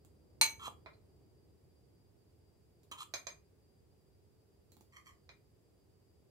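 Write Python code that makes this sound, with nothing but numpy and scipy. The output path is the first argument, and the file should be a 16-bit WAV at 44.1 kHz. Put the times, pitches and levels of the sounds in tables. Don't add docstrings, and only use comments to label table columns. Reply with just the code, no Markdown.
import sys
import numpy as np
from scipy import signal
from scipy.fft import rfft, irfft
from scipy.io import wavfile

SR = 44100
rng = np.random.default_rng(int(sys.argv[2]) if len(sys.argv) > 2 else 0)


def store_wav(level_fs):
    pcm = np.round(np.clip(np.atleast_2d(level_fs), -1, 1) * 32767)
    wavfile.write(sys.argv[1], SR, pcm.T.astype(np.int16))


N = 278214
SIZE = 8192
HZ = np.fft.rfftfreq(SIZE, 1 / SR)


def amp(db):
    return 10 ** (np.asarray(db) / 20)


def unit(x):
    return x / np.sqrt(np.mean(x ** 2) + 1e-30)


def read(points, hz):
    f, value = np.transpose(points)
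    return np.interp(np.log(hz + 1), np.log(f + 1), value)


def add(mix, s, sound):
    part = mix[..., max(round(s * SR), 0):][..., :sound.shape[-1]]
    part += sound[..., :part.shape[-1]]


def humps(rows, hz):
    power = 0
    for f, width, db in rows:
        gain = amp(db) / (1 + 0.72 * ((hz - f) / width) ** 2) ** 3
        power = power + gain ** 2
    return np.sqrt(power)


def colour(x, gain):
    both_halves = np.r_[gain, gain[-2:0:-1]]
    log_gain = np.log(np.maximum(both_halves / gain.max(), 1e-5))
    response = np.fft.ifft(np.exp(np.conj(signal.hilbert(log_gain)))).real
    return signal.fftconvolve(x, response)


def hiss(gain):
    phases = np.exp(2j * np.pi * rng.random(len(gain)))
    return unit(irfft(gain * phases))


def contact(hz, bright_hz):
    return 1 / np.sqrt(1 + (hz / bright_hz) ** 4)


def reflections(x):
    # frequency in Hz, t60 in seconds
    decay_times = [(100, .3), (800, .25), (2300, 0.24), (5500, 0.18), (9000, .24), (15000, .25)]
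    count = 1000
    taps = np.zeros((2, SR // 2))
    step = taps.shape[1] // count
    at = np.arange(6, count) * step + rng.integers(0, step, (2, count - 6))
    np.put_along_axis(taps, at, rng.choice([-1., 1.], at.shape), 1)
    hz, t, z = signal.stft(taps, SR, nperseg=256)
    fade = amp(-60 * t / read(decay_times, hz)[:, None])
    tail = signal.istft(z * fade, SR)[1]
    tail = tail / np.linalg.norm(tail[0])
    return signal.oaconvolve(x * np.ones((2, 1)), tail, axes=1)[:, :N]


def kitchen(x, wet_db, pan_db):
    left_lag = 8
    sides = np.array([np.roll(x, left_lag), x])
    direct = sides * unit(amp([[pan_db], [0]]))
    return direct + amp(wet_db) * reflections(x)


def rumble_level():
    steady_db, swell_db = -68, 7.5
    peak_s, rise_s, fall_s = 0.55, .45, 0.76
    t = np.arange(N) / SR - peak_s
    swell = np.exp(-np.maximum(-t / rise_s, t / fall_s))
    return amp(steady_db + swell_db * swell)


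def appliance_tones(hz):
    # centre in Hz, width in Hz, rms level in dB
    bands = [(93, 4, -78.5), (393, 8, -87), (4756, 35, -88), (5080, 400, -95), (7600, 980, -95.5),
             (10030, 180, -100)]
    return sum(amp(db) * hiss(humps([(f, width, 0)], hz)) for f, width, db in bands)


def background(air_db):
    # frequency in Hz, relative level in dB per Hz
    air_spectrum = [(20, -45), (45, -14), (70, -0.5), (100, -2.5), (170, -9.5), (240, -13.5), (410, -9),
                    (520, -17.5), (800, -26), (1400, -36), (3500, -41.5), (5800, -43.5), (7500, -43.5),
                    (9000, -43), (15800, -45)]
    # frequency in Hz, left-right correlation from 0 to 1
    likeness = [(50, 0.5), (130, 0.95), (300, 0.3), (650, .35), (1400, 0), (16000, 0.06)]
    hz = np.fft.rfftfreq(N, 1 / SR)
    gain = amp(read(air_spectrum, hz))
    same = np.clip(read(likeness, hz), 0, 1)
    left, other = rfft(hiss(gain)), rfft(hiss(gain))
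    right = same * left + np.sqrt(1 - same ** 2) * other
    both = np.array([left, right])
    low = contact(hz, 900)
    rumble = irfft(both * low) * rumble_level() * amp([[-.7], [.7]])
    air = amp(air_db) * irfft(both * (1 - low))
    tones = np.array([appliance_tones(hz) for side in range(2)])
    return rumble + air + tones


def rattle(t60):
    fade = amp(-60 * np.arange(SIZE) / SR / t60)
    burst = rng.standard_normal(SIZE) * fade
    for _ in range(3):
        flat = irfft(np.exp(1j * np.angle(rfft(burst))))
        burst = flat * np.sqrt(fade)
    return burst / np.linalg.norm(burst)


def blows(rows, body, chatter):
    out = np.zeros(N)
    for s, db, bright_hz, t60 in rows:
        force = chatter * rattle(t60)
        force[0] += 1
        sound = colour(force, body * contact(HZ, bright_hz))
        add(out, s, amp(db) * sound / np.std(sound[:SR // 100]))
    return out


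def ticks():
    # start in seconds, level in dB before the room, brightness in Hz, chatter t60 in seconds
    touches = [(0.049, -65.5, 11900, 0.012), (2.833, -71.5, 14000, 0.069), (2.9142, -56, 11000, 0.043),
               (4.7195, -63.5, 22000, 0.03), (4.768, -68, 17000, 0.016), (4.809, -66.5, 15100, 0.035)]
    # frequency in Hz, relative level in dB
    spectrum = [(20, -38), (200, 9), (1100, -2), (1900, -11.5), (4100, -2.5), (5000, -12), (7200, -1),
                (8500, -8.5), (12000, -5.5), (15800, -2)]
    return blows(touches, amp(read(spectrum, HZ)), chatter=1.6)


def rim(clash_db, clash_t60, spoon_db, spoon_t60):
    # frequency in Hz, relative level in dB,
    # t60 in seconds, left-right level difference in dB
    modes = [(888, -37, .21, 0), (907, -32, .23, 0), (2230, -40, .24, 0), (2269, -30, .26, 4),
             (2312, -39, .26, -2), (2438, -44, .19, 0), (4065, -32, .24, -2), (4103, -25, .05, -4),
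             (4126, -25, .22, -4), (4243, -42, .2, 0), (6174, -40, .2, -3), (6232, -36, .27, -3),
             (6266, -39, .27, 0), (6325, -31, .13, -5), (6362, -35, .26, -3), (8822, -24.5, .065, 16),
             (8830, -44, .2, 10)]
    # start in seconds, strength in dB, favoured pitch in Hz,
    # spread around it in octaves, share of the clash in dB
    strikes = [(0.4125, 2.5, 4330, 3.4, 3.5), (0.934, -47, 4040, .35, -1), (4.722, -46, 4110, 0.54, -3.5)]
    # frequency in Hz, relative level in dB
    clash_spectrum = [(20, -39), (90, -5.5), (400, -7), (900, -4), (1500, -4), (2500, 4.5), (3700, -2),
                      (4600, 6), (5400, -7.5), (6100, 4), (6800, -4), (7700, 3.5), (8300, -18.5),
                      (9000, -10), (10300, -25.5), (11300, -12), (12000, -1.5), (13200, -11.5), (13900, -3),
                      (15200, -22.5)]
    ring, clash = np.zeros((2, N)), np.zeros(N)
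    t = np.arange(SR // 2) / SR
    sides = np.array([[-np.pi / 2], [0]])
    build = 1 - np.exp(-t / .002)
    clash_body = amp(read(clash_spectrum, HZ))
    for s, strength_db, centre_hz, octaves, share_db in strikes:
        distance = np.log2((HZ + 1) / centre_hz) / octaves
        favour = np.exp(-distance ** 2 / 2)
        for hz, db, t60, pan_db in modes:
            mode = build * np.sin(2 * np.pi * hz * t + sides) * amp(-60 * t / t60)
            level = amp(strength_db + db) * np.interp(hz, HZ, favour)
            pan = amp([[pan_db / 2], [-pan_db / 2]])
            add(ring, s, level * pan * mode)
        stages = [(s, strength_db + clash_db, SR, clash_t60),
                  (s, strength_db + spoon_db, SR, spoon_t60)]
        clash += amp(share_db) * blows(stages, clash_body * favour, chatter=6)
    ring = ring + amp(-12) * reflections(ring)
    return ring + kitchen(clash, wet_db=2.0, pan_db=-7.0)


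def thuds():
    # start in seconds, level in dB before the room, brightness in Hz, chatter t60 in seconds
    impacts = [(0.4135, -50.5, 450, .08), (0.6742, -52, 1510, .02), (0.6802, -44.5, 1540, 0.018),
               (3.1385, -56.5, 550, 0.051), (4.769, -69.5, 2500, .03), (4.809, -67, 1477, 0.027)]
    # frequency in Hz, relative level in dB
    spectrum = [(20, -50), (100, -20), (200, -7), (330, 1), (600, -6), (1050, 1), (1600, -20), (4000, -40)]
    return blows(impacts, amp(read(spectrum, HZ)), chatter=0.84)


def stroke(t, swell, hold, release, touch_db, skid_db):
    bite_s, skid_s = 0.0017, .005
    press_db = touch_db * np.maximum(1 - t / swell, 0)
    release_db = -60 * np.maximum(t - swell - hold, 0) / release
    skid = skid_db * np.exp(-((t - swell) / skid_s) ** 2) * (t > swell)
    return amp(press_db + release_db + skid) * (1 - np.exp(-t / bite_s))


def crunch(rows, resonances, slips_per_s, spread_db, touch_db, skid_db, grit_hz, grit_power):
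    out, t = np.zeros(N), np.arange(SR // 3) / SR
    low = contact(HZ, grit_hz) ** 2
    for s, swell, hold, release, db, pitch, grit_db in rows:
        slips = rng.standard_normal(len(t)) * (rng.random(len(t)) < slips_per_s / SR)
        slips *= amp(spread_db * np.minimum(rng.exponential(1, len(t)), 3))
        push = stroke(t, swell, hold, release, touch_db, skid_db)
        body = humps(resonances, HZ / pitch)
        smooth = colour(slips * push, body * low)
        grit = colour(slips * push ** grit_power, body * (1 - low))
        sound = smooth + amp(grit_db) * grit
        add(out, s, amp(db) * sound * np.linalg.norm(push) / np.linalg.norm(sound))
    return out


def digs():
    # start in seconds, swell in seconds, hold in seconds, release t60 in seconds,
    # level in dB before the room, factor on the resonances, grit in dB
    strokes = [(0.592, 0.062, 0.025, 0.036, -45.5, 1.035, -6),
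               (2.9125, 0.0027, 0.0071, 0.15, -45.5, 0.996, -8),
               (2.972, 0.031, .028, 0.033, -47.5, 1.034, -2)]
    # centre in Hz, width in Hz, relative level in dB
    buried = [(1070, 250, -1.5), (1220, 148, 0), (1666, 156, -14), (2800, 1100, -12), (3190, 230, -1),
              (3910, 470, -10.5), (5050, 800, -23.5), (6090, 160, -13.5), (7080, 920, -16),
              (8700, 260, -18), (9330, 410, -24.5), (10840, 660, -25.5), (12300, 1400, -32),
              (14150, 170, -18), (14900, 480, -52)]
    return crunch(strokes, buried, slips_per_s=9000, spread_db=4.5, touch_db=-9.5, skid_db=3.5,
                  grit_hz=3440, grit_power=1.53)


def knocks():
    # start in seconds, level in dB before the room, brightness in Hz,
    # chatter t60 in seconds, share of the rim's ring in dB
    impacts = [(0.8607, -52, 1700, 0.022, -22), (0.8664, -60.5, 1420, 0.038, -20),
               (3.138, -38, 18000, 0.055, -1), (3.2687, -42, 10400, 0.026, 1.5),
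               (5.2914, -56, 3500, 0.032, -8)]
    # centre in Hz, width in Hz, relative level in dB
    wall_resonances = [(604, 200, 2), (1120, 880, -1), (2040, 550, 0), (2410, 103, 8), (3740, 1300, -4),
                       (4060, 540, 2.5), (4960, 450, 2), (5470, 320, -10), (6100, 1100, -9),
                       (7300, 630, -4), (9360, 670, -11.5), (11330, 1060, -15.5), (12600, 1100, -14.5),
                       (14250, 650, -12)]
    # centre in Hz, width in Hz, relative level in dB
    choked = [(2290, 130, 0), (4110, 130, 1), (6350, 130, 13), (8800, 130, -5)]
    wall_gain, rim_gain = humps(wall_resonances, HZ), humps(choked, HZ)
    out = np.zeros(N)
    for *blow, ring_db in impacts:
        body = np.hypot(wall_gain, amp(ring_db) * rim_gain)
        out += blows([blow], body, chatter=3.2)
    return out


def sweeps():
    # start in seconds, swell in seconds, hold in seconds, release t60 in seconds,
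    # level in dB before the room, factor on the resonances, grit in dB
    strokes = [(4.918, .047, 0.0061, 0.11, -58.5, 0.97, -11), (5.046, 0.022, 0.0094, 0.1, -61.5, .98, -5.5),
               (5.083, .008, .002, 0.18, -66, 0.94, -10)]
    # centre in Hz, width in Hz, relative level in dB
    sliding = [(1172, 235, 0.5), (2110, 390, 0.5), (2380, 330, -5.5), (3260, 220, 0.5), (4510, 320, -2.5),
               (5670, 320, -7), (6170, 620, -6.5), (7540, 410, -1.5), (9200, 900, -13.5),
               (12500, 3100, -19), (15300, 1500, -25)]
    return crunch(strokes, sliding, slips_per_s=5600, spread_db=5.5, touch_db=-16.5, skid_db=7.5,
                  grit_hz=3020, grit_power=0.81)


def scene():
    mix = background(air_db=-63.0)
    mix = mix + kitchen(ticks(), wet_db=0.5, pan_db=-10.5)
    mix = mix + rim(clash_db=-34, clash_t60=.03, spoon_db=-41, spoon_t60=.15)
    mix = mix + kitchen(thuds(), wet_db=-6.5, pan_db=-9)
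    mix = mix + kitchen(digs(), wet_db=-6, pan_db=-2.5)
    mix = mix + kitchen(knocks(), wet_db=1.5, pan_db=-7.5)
    return mix + kitchen(sweeps(), wet_db=-2.0, pan_db=-3.5)


def record(dry):
    edge_hz = 15820
    low_pass = signal.firwin(511, edge_hz, window=("kaiser", 9), fs=SR)
    return signal.oaconvolve(dry, low_pass[None], "same")


dry = scene()
out = record(dry)
store_wav(out)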